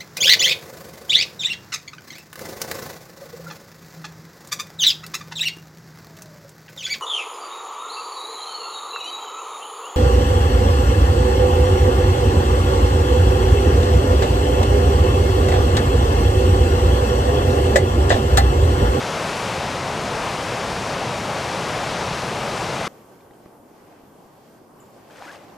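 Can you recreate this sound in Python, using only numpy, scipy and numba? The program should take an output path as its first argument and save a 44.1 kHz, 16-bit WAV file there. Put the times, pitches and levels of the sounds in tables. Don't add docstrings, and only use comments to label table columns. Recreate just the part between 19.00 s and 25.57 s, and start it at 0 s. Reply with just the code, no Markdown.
import sys
import numpy as np
from scipy import signal
from scipy.fft import rfft, irfft, next_fast_len
from scipy.io import wavfile
from scipy.ndimage import uniform_filter1d
from numba import njit

SR = 44100
rng = np.random.default_rng(int(sys.argv[2]) if len(sys.argv) > 2 else 0)


def generate_wav(sig):
    pcm = np.round(np.clip(np.atleast_2d(sig).T, -1, 1) * 32767).astype(np.int16)
    wavfile.write(sys.argv[1], SR, pcm)


def natural_amplitude(level_db):
    exponent = np.asarray(level_db, float) / 20
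    return 10 ** exponent


N = 289719
CUT_S = 3.879


def unit(x):
    return x / np.sqrt(np.mean(x ** 2))


def over_hz(table, hz):
    f, v = np.transpose(table)
    return np.interp(np.log(hz + 1), np.log(f + 1), v)


def panned(x, pan_db):
    return np.array([x * natural_amplitude(pan_db / 2), x * natural_amplitude(-pan_db / 2)])


def walk(rate, size):
    hold = int(SR / rate)
    steps = np.repeat(rng.standard_normal(size // hold + 1), hold)
    smooth = uniform_filter1d(uniform_filter1d(steps, hold), hold)
    return unit(smooth[:size])


@njit
def rings(size, start, hz, cycles, glide, gain):
    out = np.zeros(size)
    for k in range(len(start)):
        w = 2 * np.pi * hz[k] / SR
        fade = np.exp(-hz[k] / cycles[k] / SR)
        length = min(int(5 * cycles[k] * SR / hz[k]), size - start[k])
        phasor = gain[k] + 0j
        advance = fade * np.exp(1j * w)
        bend = np.exp(1j * w * glide[k] / (length + 1))
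        for i in range(length):
            out[start[k] + i] += phasor.imag
            phasor *= advance
            advance *= bend
    return out


def froth(size, rate, low_hz, top_hz, turns, scatter_db):
    when, pitch, luck = rng.random((int(rate * size / SR), 3)).T
    start = (when * size).astype(np.int64)
    hz = low_hz * (top_hz / low_hz) ** pitch
    gain = hz / 1000 * natural_amplitude(-scatter_db * np.log(1 - luck))
    return unit(rings(size, start, hz, turns + 0 * hz, 0.38 + 0 * hz, gain))


def water(source, colour, pan, side_db, ripple_db, air_db, swell_db, patchy_db, flicker_db):
    size = len(source)
    hz = np.arange(size // 2 + 1) * SR / size
    mid = rfft(source)
    side = rfft(rng.standard_normal(size)) * natural_amplitude(side_db(hz))
    tilt = natural_amplitude(over_hz(pan, hz) / 2)
    pair = np.array([(mid + side) * tilt, (mid - side) / tilt]) * natural_amplitude(over_hz(colour, hz))
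    power = np.mean(irfft(pair.mean(axis=0), size) ** 2)
    band = 2 * np.log2(hz / 25 + 1e-9)
    swell, shared = walk(3, size), walk(6, size)
    out = 0
    for k in range(20):
        window = np.clip(1 - np.abs(np.clip(band, 0, 19) - k), 0, 1)
        shared = .8 * shared + .6 * walk(6, size)
        air = np.clip((k - 15) / 2, 0, 1)
        ripple = np.clip((k - 11) / 2, 0, 1) - air
        db = swell_db * swell + patchy_db * shared + flicker_db * walk(20, size)
        db = db + ripple * ripple_db + air * air_db
        out = out + natural_amplitude(db) * irfft(pair * window, size)
    return out / np.sqrt(power)


# frequency in Hz, density in dB per Hz.
RAPIDS_COLOUR = [(12, -51), (20, -21), (80, -4), (140, 0.2), (191, -2), (274, -7), (533, -2), (880, -3),
                 (1820, -11.5), (2550, -12.5), (3200, -16), (5680, -20), (10200, -31), (14200, -46),
                 (15500, -57)]
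# frequency in Hz, left minus right in dB.
RAPIDS_PAN = [(150, 0), (200, 0.2), (290, 1.4), (380, 1), (700, 1.5), (1290, 4.5), (2380, 4), (3200, 4),
              (5000, 2.3), (7600, 2.3), (10500, 0.5), (15000, 0.5)]
# frequency in Hz, likeness from 0 to 1.
RAPIDS_LIKE = [(25, .98), (60, 1.0), (130, 1.0), (290, 1), (640, 0.98), (1410, 0.99), (3100, 0.95),
               (5000, 0.99), (7600, 0.84), (15000, 0.92)]
RAPIDS_DB = -25


def rapids():
    length = int(CUT_S * SR)
    size = next_fast_len(length)
    bubbles = froth(size, 12000, 300., 6000., turns=4.0, scatter_db=1.2)
    source = rng.standard_normal(size) + natural_amplitude(-21.5) * bubbles

    def apart_db(hz):
        return 10 * np.log10(np.clip((1 - over_hz(RAPIDS_LIKE, hz)) / 2.8, 8e-4, 1))

    roar = water(source, RAPIDS_COLOUR, RAPIDS_PAN, apart_db, 0, 0,
                 swell_db=.25, patchy_db=.4, flicker_db=.4)
    return (roar * natural_amplitude(RAPIDS_DB))[:, :length]


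# frequency in Hz, density in dB per Hz.
SPLASH_COLOUR = [(180, -31), (300, 7.5), (383, -21), (416, -14), (482, 1), (1230, -4.5), (1650, -2.5),
                 (1880, -5), (3500, -12), (6950, -18.5), (15000, -28)]
ENTER_S, FULL_S, LEAVE_S = 6.108, 6.235, 6.352
ENTER_DB, FULL_DB, TRICKLE_DB = -52.5, -44, -52.5
BITE_S, RELEASE_S, TRICKLE_S = .006, .04, .06
STROKE_PAN_DB = 2.5


def splash():
    released_s = LEAVE_S + RELEASE_S
    times = [ENTER_S - BITE_S, ENTER_S, FULL_S, LEAVE_S, released_s, released_s + TRICKLE_S]
    shape_db = [ENTER_DB - 10.5, ENTER_DB, FULL_DB, FULL_DB, TRICKLE_DB, TRICKLE_DB - 1]
    first = int(times[0] * SR)
    size = int((times[-1] - times[0]) * SR) // 2 * 2
    level_db = np.interp((first + np.arange(size)) / SR, times, shape_db)
    colour = natural_amplitude(over_hz(SPLASH_COLOUR, np.arange(size // 2 + 1) * SR / size))
    bubbles = froth(size, 4000, 500., 9000., turns=3., scatter_db=2.0)
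    fizz = rng.standard_normal(size) + natural_amplitude(-3) * bubbles
    mid = unit(irfft(rfft(fizz) * colour, size))
    side = unit(irfft(rfft(rng.standard_normal(size)) * colour, size))
    spray = panned(mid, STROKE_PAN_DB) + natural_amplitude(-11) * np.array([side, -side])
    out = np.zeros((2, N))
    out[:, first:first + size] = spray * natural_amplitude(level_db + walk(90, size))
    return out


# start in seconds, starting pitch in Hz, level in dB.
POCKETS = [(6.200, 540, -43.5), (6.200, 1350, -49), (6.212, 720, -41), (6.190, 950, -51), (6.232, 700, -47),
           (6.241, 930, -45), (6.250, 614, -44.5), (6.250, 1060, -46), (6.246, 1600, -50),
           (6.264, 1250, -40), (6.272, 1330, -43), (6.268, 1900, -47), (6.289, 1540, -44),
           (6.294, 1620, -44), (6.285, 820, -48), (6.300, 900, -49), (6.321, 1050, -48), (6.336, 604, -50),
           (6.355, 480, -44), (6.350, 2500, -53), (6.372, 330, -48), (6.406, 453, -45.5)]
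POCKET_S, RISE_HZ_PER_S = 0.025, 11600


def pockets():
    t, out = np.arange(N) / SR, np.zeros((2, N))
    for s, from_hz, db in POCKETS:
        part = slice(int(s * SR), int((s + POCKET_S) * SR))
        closed = np.clip((t[part] - s) / POCKET_S, 0, 1)
        rough = 1 + .035 * walk(262, len(closed))
        hz = (from_hz + RISE_HZ_PER_S * POCKET_S * closed) * rough
        tone = np.sin(2 * np.pi * np.cumsum(hz) / SR)
        swell = natural_amplitude(db + 3.5 * walk(400, len(closed))) * np.sin(np.pi * closed ** .7)
        out[:, part] += panned(swell * tone, STROKE_PAN_DB)
    return out


def taps(table, t60, rise, crack_db, push_s):
    s, db, hz, pan_db = np.transpose(table)
    start = (s * SR).astype(np.int64)
    one = np.ones(len(s))
    cycles = hz * t60 / np.log(1000)
    push = np.hanning(int(push_s * SR) + 3)
    push = push / push.sum()
    ports = []
    for side in (1, -1):
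        port_db = db + side * pan_db / 2
        ring = rings(N, start, hz, cycles, rise * one, natural_amplitude(port_db))
        crack = rings(N, start, 2.0 * hz, 2.8 * one, rise * one, natural_amplitude(port_db + crack_db))
        ports.append(np.convolve(ring + crack, push)[:N])
    return np.array(ports)


# start in seconds, peak in dB, pitch in Hz,
# left minus right in dB.
SLAP = [
    (6.2232, -22, 1150, 2),
]


def slap():
    return -taps(SLAP, 0.0045, .2, -21, 0)


# start in seconds, peak in dB, pitch in Hz, left minus right in dB.
KNOCKS = [(4.310, -33, 397, -2), (4.403, -37, 750, 0), (4.439, -46, 400, -2), (4.460, -30, 337, -1),
          (4.601, -33, 549, 1), (4.714, -43, 350, 0), (4.812, -44, 361, 0), (5.036, -35, 342, 0),
          (5.255, -44, 380, 0), (5.260, -31, 800, -1), (5.617, -45, 312, 0), (5.724, -49, 347, 0),
          (5.760, -41, 380, -2), (5.798, -45, 444, 0), (5.840, -42, 374, 0)]


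def knocks():
    return taps(KNOCKS, 0.021, .05, -6, 0.0016)


# start in seconds, peak in dB, pitch in Hz, left minus right in dB.
DRIPS = [(4.207, -53, 2300, 2), (4.211, -56, 3500, 2), (4.309, -49, 1890, 1), (4.335, -56, 3100, 1),
         (4.459, -42, 1090, -1), (4.458, -53, 1900, -1), (4.925, -49, 1800, -1), (5.797, -52, 2880, -1),
         (6.101, -43, 1500, 3), (6.159, -37, 1460, 3), (6.160, -51, 3500, 3), (6.499, -50, 3600, 3),
         (2.903, -56, 14200, 0), (2.911, -54, 12800, 0), (2.918, -56, 13900, 0), (2.926, -56, 14600, 0),
         (2.921, -53, 12200, 0), (2.908, -56, 13400, 0), (5.779, -62, 5300, 0), (6.160, -46, 2100, 3),
         (6.224, -49, 3000, 2), (6.226, -50, 4200, 2), (4.208, -59, 4100, 2), (4.311, -57, 3600, 1),
         (5.757, -62, 7600, 0), (6.330, -57, 4700, 9)]


def drips():
    return taps(DRIPS, 0.018, 0.18, -14, 0)


# start in seconds, starting pitch in Hz, final pitch in Hz,
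# fall time in seconds, level in dB, left minus right in dB.
CHIP = (5.8, 8500, 6800, .0026, -53.5, 1)
BANK_T60_S, BANK_DB = .5, -30


def bird():
    s, from_hz, to_hz, fall, db, pan_db = CHIP
    t = np.arange(int(.011 * SR)) / SR
    hz = to_hz + (from_hz - to_hz) * np.exp(-t / fall)
    chip = np.sin(2 * np.pi * np.cumsum(hz) / SR) * np.sin(np.pi * (t / t[-1]) ** .6)
    lag = np.arange(SR // 4) / SR
    ahead, apart = rng.standard_normal((2, len(lag))) * natural_amplitude(-60 * lag / BANK_T60_S + BANK_DB)
    echo = np.array([ahead + .35 * apart, ahead - .35 * apart])
    echo[:, 0] = natural_amplitude([pan_db / 2, -pan_db / 2])
    heard = signal.fftconvolve(chip[None], echo, axes=1)
    first, out = int(s * SR), np.zeros((2, N))
    out[:, first:first + heard.shape[1]] = natural_amplitude(db) * heard
    return out


# frequency in Hz, density in dB per Hz.
CALM_COLOUR = [(12, -41), (20, -22), (49, -17.5), (129, -4.5), (297, -2.5), (342, -2.5), (427, -3.5),
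               (685, -7), (788, -7), (1070, -14.5), (1720, -23), (1920, -22.5), (4070, -29.5), (5840, -29),
               (15500, -27.5)]
# frequency in Hz, left minus right in dB.
CALM_PAN = [(60, -0.5), (110, -0.5), (200, 0.27), (380, 0.0), (700, -0.3), (1290, 1.0), (2380, -1.0),
            (4400, -0.73), (8120, -1.0), (15000, 0.0)]
# frequency in Hz, side minus mid in dB.
CALM_SIDE = [(60, -13), (110, -14), (200, -13), (380, -9.5), (700, -6.5), (1290, 0.5), (2380, -4.5),
             (4400, -3.5), (8120, -1), (15000, -17)]
# time in seconds, level in dB about the usual.
DRIFT = [(3.88, 2.2), (4.05, 0.2), (4.16, -0.2), (4.35, 0), (4.62, -1), (4.9, 0.75), (5.15, -0.4),
         (5.45, 0.4), (5.7, -0.4), (6.09, 1), (6.2, 0.7), (6.57, 4.5)]
# frequency in Hz, width in Hz, gain in dB.
LAPPING = [(885, 43, 2), (1120, 240, 4.5), (1350, 100, -1.5), (1553, 90, 5.5), (1860, 76, 1.5),
           (2170, 110, 1), (2500, 140, -0.5), (3200, 200, 1.5), (3770, 500, -3)]
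CALM_DB, RIPPLE_DB, RIPPLE_PER_DB = -49, -1, 4.5
RIPPLE_TOP_DB = .6
HISS_DB, HISS_EXTRA_DB, HISS_SETTLE_S = -4.5, 3.5, 0.2
WAVELET_S, WAVELET_LENGTH_S, WAVELET_DB = 4.64, 0.19, 2


def current(size):
    since = np.arange(size) / SR
    t = CUT_S + since
    effort_db = np.interp(t, *np.transpose(DRIFT))
    ripple_db = RIPPLE_DB + RIPPLE_PER_DB * np.minimum(effort_db, RIPPLE_TOP_DB)
    ripple_db = ripple_db + WAVELET_DB * np.exp(-((t - WAVELET_S) / WAVELET_LENGTH_S) ** 4)
    hiss_db = HISS_DB - effort_db + HISS_EXTRA_DB * np.exp(-since / HISS_SETTLE_S)
    hz = np.arange(size // 2 + 1) * SR / size
    hollow_db = sum(db / (1 + ((hz - f) / width * 2) ** 2) for f, width, db in LAPPING)
    source = irfft(rfft(rng.standard_normal(size)) * natural_amplitude(hollow_db), size)
    murmur = water(source, CALM_COLOUR, CALM_PAN, lambda hz: over_hz(CALM_SIDE, hz), ripple_db, hiss_db,
                   swell_db=.15, patchy_db=.35, flicker_db=1.2)
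    return murmur * natural_amplitude(CALM_DB + effort_db)


def scene():
    loud = rapids()
    rest = N - loud.shape[1]
    calm = current(next_fast_len(rest) // 2 * 2 + 2)[:, :rest]
    bed = np.concatenate([loud, calm], axis=1)
    return bed + splash() + pockets() + slap() + knocks() + drips() + bird()


def roll_off(x):
    return signal.sosfilt(signal.butter(12, 15620, fs=SR, output="sos"), x)


def record(dry):
    top = signal.ellip(12, .3, 70, 14960, fs=SR, output="sos")
    cut = int(CUT_S * SR)
    parts = [signal.sosfilt(top, part) for part in (dry[:, :cut], dry[:, cut:])]
    return roll_off(np.concatenate(parts, axis=1))


dry = scene()
out = record(dry)
generate_wav(out)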